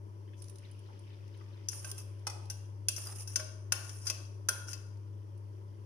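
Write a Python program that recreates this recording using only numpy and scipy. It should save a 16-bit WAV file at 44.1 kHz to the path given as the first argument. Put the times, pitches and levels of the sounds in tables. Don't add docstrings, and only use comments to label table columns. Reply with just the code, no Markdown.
import sys
import numpy as np
from scipy import signal
from scipy.fft import rfft, irfft, next_fast_len
from scipy.io import wavfile
from scipy.ndimage import uniform_filter1d

SR = 44100
rng = np.random.default_rng(int(sys.argv[2]) if len(sys.argv) > 2 else 0)


def bounce(signal):
    frames = np.transpose(np.atleast_2d(signal))
    limited = np.clip(frames, -1, 1)
    pcm = np.round(limited * 32767).astype(np.int16)
    wavfile.write(sys.argv[1], SR, pcm)


N = 258161
TIME = np.arange(N) / SR
TOP_HZ = 15300


def undb(db):
    return 10 ** (np.asarray(db) / 20)


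def unit(x):
    return x / np.sqrt(np.mean(x ** 2) + 1e-20)


def colour(x, points):
    size = 2 * next_fast_len(x.shape[-1] // 2 + 2048)
    hz, db = np.transpose(points)
    freq = np.maximum(np.arange(size // 2 + 1) * SR / size, 1)
    cepstrum = irfft(np.log(undb(np.interp(np.log(freq), np.log(hz), db))))
    cepstrum[1:size // 2] *= 2
    cepstrum[size // 2 + 1:] = 0
    return irfft(rfft(x, size) * np.exp(rfft(cepstrum)))[..., :x.shape[-1]]


def fade(t, ring_s):
    return np.exp(-np.log(1000) * t / max(ring_s, 1e-4))


def wander(per_s):
    step = int(SR / per_s)
    stairs = np.repeat(rng.standard_normal(N // step + 1), step)[:N]
    return unit(uniform_filter1d(stairs, step))


def balance(db):
    return undb(np.array([[.5], [-.5]]) * db)


def add(out, start_s, sound):
    i = int(start_s * SR)
    out[:, i:i + sound.shape[1]] += sound[:, :out.shape[1] - i]


def stereo_noise(count, alike):
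    noise = rng.standard_normal((3, count))
    return np.sqrt(alike) * noise[2] + np.sqrt(1 - alike) * noise[:2]


def through(x, response):
    return signal.fftconvolve(np.atleast_2d(x), response, axes=1)[:, :N]


def gesture(start_s, length_s, rise_s, sag_db_per_s, stop_s):
    t = TIME - start_s
    rise = np.clip(t / rise_s, 0, 1)
    fall = np.clip(1 - (t - length_s) / stop_s, 0, 1)
    return rise * fall * undb(-sag_db_per_s * np.clip(t, 0, length_s))


# multiple of the hum's pitch, relative level in dB.
HUM_TONES = [(1, 1.64), (2, -34.5), (3, -34)]
# time in seconds, level in dB.
HUM_SWELL = [(0.25, -48.5), (0.7, -50), (2.68, -45), (3.07, -45), (5.47, -46), (5.7, -48.5)]
# frequency in Hz, level in dB.
AIR_COLOUR = [(140, -10), (200, -2), (250, -8), (295, 1.5), (390, 1.5), (490, -9), (590, -13), (740, -21.5),
              (920, -10), (1850, -21), (3900, -50.5), (5600, -32), (7600, -33.5), (9600, -33.5),
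              (15000, -44)]
RUMBLE_COLOUR = [(20, -27.5), (50, -14.5), (85, 0.5), (125, -0.5), (170, -10), (300, -44)]
# pitch in Hz, width in Hz, boost in dB.
FAN_HOUSING = [(200.5, 10, 4.5), (335, 17, 3), (381.5, 24, 1.5), (572.4, 23, 10), (917, 6.5, 5),
               (998, 13, 8.5)]


def appliance(hum_hz=100.09, air_db=-59.5, rumble_db=-62):
    hum = sum(np.sqrt(2) * undb(db) * np.sin(2 * np.pi * k * hum_hz * TIME) for k, db in HUM_TONES)
    air = unit(colour(stereo_noise(N, alike=0.6), AIR_COLOUR))
    for hz, width, db in FAN_HOUSING:
        resonance = signal.lfilter(*signal.iirpeak(hz, hz / width, fs=SR), air)
        air = air + (undb(db) - 1) * resonance
    air[1] = np.interp(TIME - .00033, TIME, air[1])
    rumble = unit(colour(stereo_noise(N, alike=0.29), RUMBLE_COLOUR))
    hum_db = np.interp(TIME, *np.transpose(HUM_SWELL)) + 0.51 * wander(9.8)
    return hum * undb(hum_db) + unit(air) * undb(air_db + .5 * wander(16)) + undb(rumble_db) * rumble


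def chirps(length_s, per_s, hz, octaves, cycles, glide, spread_db):
    out = np.zeros((2, int(length_s * SR) + SR // 4))
    t = np.arange(SR // 40) / SR
    for when, pitch, size, bend, left, right in rng.random((int(per_s * length_s) + 1, 6)):
        grain_hz = min(hz * 2 ** (octaves * (pitch - .5)), TOP_HZ)
        turns = grain_hz * t * (1 + glide * bend * t / t[-1]) + np.array([[left], [right]])
        envelope = fade(t, cycles / grain_hz) * (1 - np.exp(-t * grain_hz / 3)) * (1 - t / t[-1])
        gain = undb(-spread_db * np.log(.03 + .97 * size))
        add(out, when * length_s, np.sin(2 * np.pi * turns) * envelope * gain)
    return out / np.sqrt(np.sum(out ** 2) / (2 * length_s * SR))


def squelch(hz):
    return chirps(0.02, per_s=700, hz=hz, octaves=1.11, cycles=31, glide=0.22, spread_db=2.3)


# frequency in Hz, level in dB.
FIZZ_COLOUR = [(400, -10.5), (1000, -4.5), (2000, -3.5), (3200, -2), (3900, -13), (5000, -1), (6200, -7),
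               (7500, -12.5), (10000, -20.5), (15000, -18.5)]
# start in seconds, length in seconds, level in dB.
HEAPS = [(0.12, .45, -76), (0.538, .75, -69), (1.247, 1.4, -69), (5.304, .6, -81.5)]
# start in seconds, level in dB, air pocket pitch in Hz.
BIG_LUMPS = [(0.275, -71, 2370), (0.324, -67.5, 2400), (0.622, -68, 2060), (0.644, -64.5, 2800),
             (.885, -60.5, 1150), (1.066, -69, 2620), (1.128, -71.5, 3000), (1.4, -60.5, 1600)]


def food(resting_db=-78.5, lumps_per_s=14, lump_hz=2270, lump_db=-1.5):
    films = chirps(N / SR, per_s=450, hz=3240, octaves=2.6, cycles=21.8, glide=.25, spread_db=1.9)
    fizz = unit(colour(films[:, :N] + undb(4.5) * stereo_noise(N, alike=0.2), FIZZ_COLOUR))
    slides = [undb(db) * gesture(start_s, length_s, rise_s=0.083, sag_db_per_s=4.5, stop_s=.15)
              for start_s, length_s, db in HEAPS]
    flow = np.max(slides, axis=0)
    small_lumps = np.zeros((2, N))
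    for when, pitch in rng.random((int(lumps_per_s * N / SR), 2)):
        add(small_lumps, when * TIME[-1], squelch(lump_hz * 2 ** (pitch - .5)))
    fizz_gain = np.maximum(flow, undb(resting_db)) * undb(0.64 * wander(6.9))
    out = fizz * fizz_gain + small_lumps * flow * undb(lump_db)
    for start_s, db, hz in BIG_LUMPS:
        add(out, start_s, squelch(hz) * undb(db))
    return out


def strike(tones, ring_factor, crack_colour, rise_s):
    t = np.arange(SR // 4) / SR
    burst = stereo_noise(len(t), alike=0.06) * fade(t, .048 * ring_factor)
    sound = colour(burst, crack_colour) * undb(17)
    delay_s = np.array([[0], [.0001]])
    for hz, db, ring_s in tones:
        hz = hz * (1 + 0.0033 * rng.standard_normal())
        phase = 2 * np.pi * (rng.random() - hz * delay_s) + .5 * rng.standard_normal((2, 1))
        gain = undb(db + 4 * rng.standard_normal())
        sound += gain * fade(t, ring_s * ring_factor) * np.sin(2 * np.pi * hz * t + phase)
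    return sound * (1 - np.exp(-t / rise_s))


# pitch in Hz, level in dB, base ring time in seconds.
PLATE_TONES = [(550, -11, 0.037), (618, -16.5, 0.22), (1085, -11, 0.16), (1428, -0.5, 0.13),
               (1548, 3, 0.11), (1720, -6, 0.032), (2624, -6, 0.085), (2773, -7.5, 0.066), (3290, -7, 0.04),
               (4973, 4, 0.052), (5040, -9.5, 0.06), (5370, 1.5, 0.042), (5560, -0.5, 0.036),
               (5807, 5, 0.063), (6410, -3, .06), (6710, -1, 0.068), (8930, -7, 0.068), (9190, -4, 0.066),
               (9815, -1.5, 0.045), (10540, -5, 0.036), (11400, -1.5, 0.043), (14540, -10, 0.033)]
# frequency in Hz, level in dB.
GLAZE_CRACK = [(300, -13.5), (550, -8), (730, -13), (1300, -1.5), (2100, -3), (2700, -6.5), (3800, -12),
               (5000, -3), (6300, 5), (8100, -4), (9900, -2), (13200, -9), (15000, -11)]


def plate(ring_factor, bell_db, thud_db, crack_db, thud_top_hz=1300, bell_top_hz=2000):
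    tones = [(hz, db + np.select([hz < thud_top_hz, hz < bell_top_hz], [thud_db, bell_db]), ring_s)
             for hz, db, ring_s in PLATE_TONES]
    crack = [(hz, db + crack_db + np.interp(hz, [thud_top_hz, 4500], [thud_db, 0]))
             for hz, db in GLAZE_CRACK]
    return strike(tones, ring_factor, crack, rise_s=.0007)


def slips(per_s, spread_db):
    sizes = undb(spread_db * np.minimum(rng.exponential(size=N), 4)) * rng.standard_normal(N)
    return unit(sizes * (rng.random(N) < per_s / SR))


# start in seconds, length in seconds, level in dB,
# dull drag of food in dB against the rasp, balance in dB.
SPOON_STROKES = [(0.361, 0.15, -73, -16, 7), (1.704, 0.098, -52.5, -15.5, -2),
                 (1.812, 0.099, -54.5, -9.5, -4), (1.962, 0.051, -57.5, -10, 5),
                 (2.954, 0.1, -49.5, -13, -1.5), (3.054, 0.074, -52, -4.5, -4),
                 (3.138, 0.09, -51, -16.5, -1.5), (3.284, 0.065, -54.5, -13.5, 3),
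                 (3.776, 0.3, -55.5, -15.5, 1), (4.052, .05, -47, -8, 1.5), (4.67, 0.047, -50.5, -15, 5.5)]
# frequency in Hz, level in dB.
RASP_COLOUR = [(400, -29.5), (1200, -21.5), (2600, -7), (3800, -12), (5500, -10.5), (9500, -2),
               (12000, -11), (15000, -2.5)]
FOOD_DRAG_COLOUR = [(300, -7.5), (700, -0.5), (1200, 6.5), (1700, 3), (2400, -14.5), (3600, -12),
                    (8000, -28)]
# middle pitch in Hz, level in dB against the rasp.
EDGE_SQUEAKS = [(6000, -6), (10000, -5.5)]


def scrapes(stutter_per_s=120, stutter_db=2.5):
    rasp = 0
    for _ in range(4):
        jolts = slips(per_s=700, spread_db=2.2) * undb(4.5 * np.tanh(wander(40)))
        rasp = rasp + through(jolts, plate(ring_factor=.5, bell_db=-8, thud_db=0, crack_db=3))
    rasp = unit(colour(rasp, RASP_COLOUR))
    for hz, db in EDGE_SQUEAKS:
        squeaks = chirps(N / SR, per_s=170, hz=hz, octaves=.55, cycles=420, glide=.02, spread_db=2.97)
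        rasp = rasp + undb(db) * squeaks[:, :N]
    drag = unit(colour(stereo_noise(N, alike=0.83) * undb(0.91 * wander(180)), FOOD_DRAG_COLOUR))
    pressure = undb(stutter_db * np.tanh(wander(stutter_per_s)))
    out = np.zeros((2, N))
    for start_s, length_s, db, drag_db, balance_db in SPOON_STROKES:
        contact = gesture(start_s, length_s, rise_s=.018, sag_db_per_s=12, stop_s=.015) * pressure
        out += (rasp + undb(drag_db) * drag) * contact * undb(db) * balance(balance_db)
    return out


# start in seconds, level in dB, balance in dB.
SPOON_TICKS = [(0.4197, -41, -4.5), (0.4403, -47.5, 2), (0.4814, -47, 6.5), (0.495, -45.5, -4.5),
               (0.5555, -49, 5), (0.583, -48, 1), (0.712, -51.5, -6), (0.7905, -57.5, -6),
               (0.991, -54.5, -6), (1.277, -59, 17), (1.3715, -59, 0), (2.193, -56.5, 3), (2.454, -52, 4),
               (4.97, -61, 9), (5.3742, -62, -1.5)]
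# frequency in Hz, level in dB.
SPOON_TICK_COLOUR = [(500, -16.5), (1500, -8.5), (3500, -8.5), (6000, 1), (8000, -3), (9700, 6),
                     (12000, -11), (15000, -9)]


def ticks():
    t = np.arange(SR // 25) / SR
    push = np.minimum(t / .0025, 1)
    out = np.zeros((2, N))
    for start_s, db, balance_db in SPOON_TICKS:
        tick = colour(stereo_noise(len(t), alike=0.13) * push * fade(t, 0.03), SPOON_TICK_COLOUR)
        add(out, start_s, tick / np.abs(tick).max() * undb(db) * balance(balance_db))
    return out


# start in seconds, level in dB, boosts in dB for the
# middle bell tones, the low thud and the high sheen, balance in dB, ring time factor.
SPOON_CLINKS = [(1.6856, -41, -16, -23, -2.5, 1.5, 0.87), (1.73, -56, -7, 8.5, 0, 4, 0.67),
                (1.845, -51.5, 2.5, 2.5, -12, -4.5, 0.96), (1.9143, -47, -22, -8, 8.5, 2, 0.39),
                (1.9798, -58.5, -21, -5.5, 4.5, -5, 1.44), (2.4993, -48.5, -5, -7.5, 1, -0.5, 1.25),
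                (2.8846, -29, -22, -13, 1, 0.5, 0.56), (2.9627, -49.5, -12, -17, 2.5, 8, .84),
                (2.9795, -53.5, 1, 9.5, 2, 0, 0.66), (3.07, -51, -11.5, -26.5, 5, 2, 0.62),
                (3.274, -56, -7, -19, 3, 3.5, 1.4), (3.358, -34, -7.5, -4.5, -1.5, 1.5, 0.8),
                (3.396, -53, 8.5, 10, -4, -3.5, 1.44), (3.7213, -31.5, 0.5, 1.5, 3, 5, 0.66),
                (3.8926, -53, -11, 1.5, -6, -2, 0.95), (4.0681, -44, -3.5, -6, -3.5, 0.5, 1.8),
                (4.0987, -38.5, -6.5, 0, -2, 1, 0.93), (4.4867, -33.5, 10, 1.5, 5, .5, 0.78),
                (4.684, -54, 2.5, -6, -13, -4, 0.52), (4.7308, -48, -22, -2.5, -2.5, 3, 1.03)]


def clinks():
    out = np.zeros((2, N))
    for start_s, db, bell_db, thud_db, sheen_db, balance_db, ring_factor in SPOON_CLINKS:
        ring = plate(ring_factor, bell_db, thud_db, crack_db=0)
        clink = colour(ring, [(7000, 0.0034), (9000, sheen_db)])
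        add(out, start_s, clink * undb(db) * balance(balance_db))
    return out


# start in seconds, level in dB, balance in dB.
RIM_KNOCKS = [(2.2682, -39.5, -3), (2.2742, -43.5, -3.5), (2.298, -50.5, -5)]
# pitch in Hz, level in dB, base ring time in seconds.
PAN_TONES = [(555, -1, 0.024), (825, -3, 0.11), (913, -5, .07), (1201, -22, 0.096), (1297, 5.5, 0.036),
             (1400, -2, .07), (2035, -4, 0.12), (2526, -2.5, 0.049), (3404, -5.5, 0.038), (4670, -5, 0.055),
             (5750, 4, 0.023)]


def knocks():
    crack = [(300, -13.5), (1100, 4), (3800, -13), (5500, 6.5), (10000, -5.5), (13000, -14)]
    out = np.zeros((2, N))
    for start_s, db, balance_db in RIM_KNOCKS:
        clack = strike(PAN_TONES, ring_factor=0.68, crack_colour=crack, rise_s=0.0016)
        add(out, start_s, clack * undb(db) * balance(balance_db))
    return out


# frequency in Hz, ring time in seconds, relative level in dB.
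KITCHEN_ECHO = [(200, 1, 8), (750, 0.97, 5.5), (1515, 0.7, -1.5), (3024, 0.57, 4.5), (5500, 0.55, -2.5),
                (9550, 0.54, -1), (15060, 0.3, 1.5)]


def kitchen(dry, echo_db=-6.5, first_wall_s=0.001):
    t = np.arange(SR) / SR
    spectrum = rfft(rng.standard_normal((2, SR)))
    hz, ring_times, db = np.transpose(KITCHEN_ECHO)
    tail = 0
    for band_gains, ring_s in zip(np.diag(undb(db)), ring_times):
        band = irfft(spectrum * np.interp(np.arange(spectrum.shape[1]), hz, band_gains))
        tail = tail + band * fade(t, ring_s)
    tail = tail * np.clip(t / first_wall_s - 1, 0, 1)
    return dry + undb(echo_db) * through(dry, tail / np.sqrt(np.sum(tail ** 2) / 2))


def scene():
    return kitchen(clinks() + knocks() + scrapes() + ticks() + food()) + appliance()


# frequency in Hz, left gain in dB, right gain in dB.
MIC_COLOUR = [(100, 1.8, -2), (197, 0, -1), (408, 4, -7.5), (694, 1.5, 3), (1494, -2, -4), (3540, 3.5, 2),
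              (5000, 5.5, -1), (5820, 7.5, -6.5), (7040, -2, -7), (9690, -9, 9), (13050, -3.5, -2.5),
              (15000, -2, -2)]


def record(dry, duck_above_db=-24, duck_strength=0.15, release_s=0.32):
    mics = np.array(MIC_COLOUR)
    heard = np.array([colour(dry[side], mics[:, [0, side + 1]]) for side in range(2)])
    log_level = np.log(np.abs(heard).max(axis=0) + 1e-9)
    peak = np.exp(np.maximum.accumulate(log_level + TIME / release_s) - TIME / release_s)
    gain = np.minimum(undb(duck_above_db) / peak, 1) ** duck_strength
    ducked = heard * uniform_filter1d(gain, size=128)
    return signal.sosfilt(signal.ellip(10, .2, 80, TOP_HZ, fs=SR, output="sos"), ducked)


dry = scene()
out = record(dry)
bounce(out)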